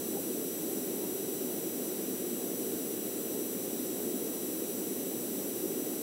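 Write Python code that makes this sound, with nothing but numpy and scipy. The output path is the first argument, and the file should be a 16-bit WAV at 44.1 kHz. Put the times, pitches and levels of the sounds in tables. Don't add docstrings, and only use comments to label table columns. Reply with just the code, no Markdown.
import sys
import numpy as np
from scipy import signal
from scipy.fft import rfft, irfft, next_fast_len
from scipy.io import wavfile

SR = 44100
rng = np.random.default_rng(int(sys.argv[2]) if len(sys.argv) > 2 else 0)


def dump_mix(stems):
    frames = np.atleast_2d(stems).T
    limited = np.clip(frames, -1, 1)
    pcm = np.round(limited * 32767).astype(np.int16)
    wavfile.write(sys.argv[1], SR, pcm)


N = 265482

# (frequency [Hz], relative level [dB])
HISS_COLOUR = [(20, -2), (900, -4), (1500, 0), (2100, -.5), (3100, 0.75), (4500, -.7), (7000, 1.8),
               (10000, 2.7), (15500, 1.6)]
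# (frequency [Hz], likeness [0-1])
HISS_LIKENESS = [(50, .1), (1000, .95), (1600, 1), (4000, 1), (4600, .96), (7000, .84), (10000, .45),
                 (15000, .4)]
# (frequency [Hz], level [dB])
BUZZ_LEVELS = [(1400, -86), (2300, -81), (2800, -73), (3200, -74), (3600, -78), (3900, -84), (4600, -90)]
# (frequency [Hz], relative level [dB])
SPIKE_COLOUR = [(500, -36), (1950, -22.5), (3900, -12.5), (5900, -4.5), (7800, -1), (9800, 1), (11700, 2),
                (13700, 1.5), (15600, 0.5)]
# (pitch [Hz], relative level [dB])
MACHINE_TONES = [(110, -72.5), (121, -65), (193, -59), (256, -51.5), (300, -52.5), (321, -51)]
# (frequency [Hz], relative level [dB])
TRAFFIC_COLOUR = [(35, -56), (60, -31), (81, -47), (107, -22.5), (144, -17), (194, -5.5), (310, -1),
                  (385, 0), (687, -17.5), (775, -19.5), (852, -24), (1070, -29), (1500, -32), (1950, -43.5),
                  (3300, -120)]
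# (frequency [Hz], likeness [0-1])
TRAFFIC_LIKENESS = [(40, 0), (120, 1), (400, 0.99), (1200, 1)]
# (middle time [s], length [s], level [dB], pitch [Hz], glide [octaves],
# roughness [0-1], overtone level [dB])
ANIMAL_YELPS = [(0.157, 0.066, -47, 795, .05, 0.42, -30), (0.183, 0.087, -47, 580, 0, 0.5, -30),
                (0.364, 0.037, -42, 630, .1, .5, -30), (0.619, .06, -56.5, 835, .05, .2, -30),
                (0.722, .06, -55, 770, 0.19, 0.3, -30), (1.041, 0.056, -56, 945, 0.13, 0.16, -30),
                (3.349, 0.14, -42, 425, 0.56, 0.07, -17)]
# (middle time [s], length [s], level [dB], pitch [Hz], glide [octaves])
OWL_HOOTS = [(0.629, 0.1, -38, 305, -.15), (5.669, 0.11, -37.5, 382, 0.13)]


def amp(db):
    return 10 ** (np.asarray(db) / 20)


def unit(x):
    return x / np.sqrt(np.mean(x ** 2) + 1e-20)


def read(points, hz):
    table_hz, value = np.transpose(points)
    return np.interp(np.log(hz + 1), np.log(table_hz + 1), value)


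def frequencies(size=N):
    return np.fft.rfftfreq(size, 1 / SR)


def wander(rate_hz):
    size = next_fast_len(N, True)
    slow = rfft(rng.standard_normal(size)) / np.sqrt(1 + (frequencies(size) / rate_hz) ** 4)
    return unit(irfft(slow, size)[:N])


def stereo_noise(colour, likeness):
    same = np.clip(read(likeness, frequencies()), -1, 1)
    shared, opposite = rfft(rng.standard_normal((2, N))) * amp(read(colour, frequencies()))
    mid, side = shared * np.sqrt(1 + same), opposite * np.sqrt(1 - same)
    return unit(irfft(np.array([mid + side, mid - side]), N))


def mains_phase(mains_hz=59.98):
    return 2 * np.pi * mains_hz * np.arange(N) / SR


def amplifier_hiss(level_db=-46):
    return amp(level_db) * stereo_noise(HISS_COLOUR, HISS_LIKENESS)


def mains_buzz():
    multiples = np.arange(23, 77, 2)
    gains = amp(read(BUZZ_LEVELS, 60 * multiples))
    phase = mains_phase()
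    tones = (gain * np.sin(k * phase + 2 * np.pi * rng.random()) for k, gain in zip(multiples, gains))
    return np.sqrt(2) * sum(tones)


def supply_whine(level_db=-40.5, flutter=0.14, flutter_hz=160, drift_db=0.75, drift_hz=16):
    rate_hz = 1954 + 60 * wander(700) + 26 * np.sin(2 * mains_phase())
    phase = 2 * np.pi * np.cumsum(rate_hz) / SR
    spikes = np.zeros((2, N))
    for k in range(1, 9):
        tone = np.cos(k * phase) * amp(drift_db * wander(drift_hz))
        depth = flutter * (k > 2)
        spikes += tone * (1 + depth * np.array([wander(flutter_hz), wander(flutter_hz)]))
    spectrum = rfft(spikes) * amp(read(SPIKE_COLOUR, frequencies()))
    return amp(level_db) * unit(irfft(spectrum, N))


def machine_hum(waver_hz=1.504, gain_db=-1):
    hum = np.zeros(N)
    for hz, db in MACHINE_TONES:
        pitch_hz = hz + waver_hz * wander(2.9)
        hum += amp(db) * np.sin(2 * np.pi * np.cumsum(pitch_hz) / SR)
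    return amp(gain_db) * np.sqrt(2) * hum


def traffic_roar(level_db=-37.65, swell_db=0.33, swell_hz=1.2):
    steady = stereo_noise(TRAFFIC_COLOUR, TRAFFIC_LIKENESS)
    return amp(level_db + swell_db * wander(swell_hz)) * steady


def among_trees(calls, fade_s=1.0, echo_db=-8):
    t = np.arange(SR) / SR
    tail = rng.standard_normal(SR) * amp(-60 * t / fade_s)
    echo = signal.fftconvolve(calls, tail / np.linalg.norm(tail))[:N]
    return calls + amp(echo_db) * echo


def call(middle_s, length_s, level_db, pitch_hz, glide, roughness, overtone_db):
    place = np.clip((np.arange(N) / SR - middle_s) / length_s, -.5, .5)
    phase = 2 * np.pi * np.cumsum(pitch_hz * 2 ** (glide * place)) / SR
    voice = np.sin(phase) + amp(overtone_db) * np.sin(2 * phase)
    shake = 1 - roughness + roughness * wander(57)
    swell = np.cos(np.pi * place)
    return amp(level_db) * swell * unit(voice * shake)


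def distant_yelps():
    return sum(call(*yelp) for yelp in ANIMAL_YELPS)


def owl_hoots():
    return sum(call(*hoot, roughness=.2, overtone_db=-28) for hoot in OWL_HOOTS)


def scene():
    background = traffic_roar() + machine_hum()
    animals = among_trees(owl_hoots() + distant_yelps())
    outdoors = (background + animals) * amp([[.3], [-.3]])
    return outdoors + supply_whine() + mains_buzz() + amplifier_hiss()


def record(dry, cutoff_hz=15770):
    lowpass = signal.firwin(1023, cutoff_hz, window=("kaiser", 9), fs=SR)
    return signal.oaconvolve(dry, lowpass[None], "same")


dry = scene()
out = record(dry)
dump_mix(out)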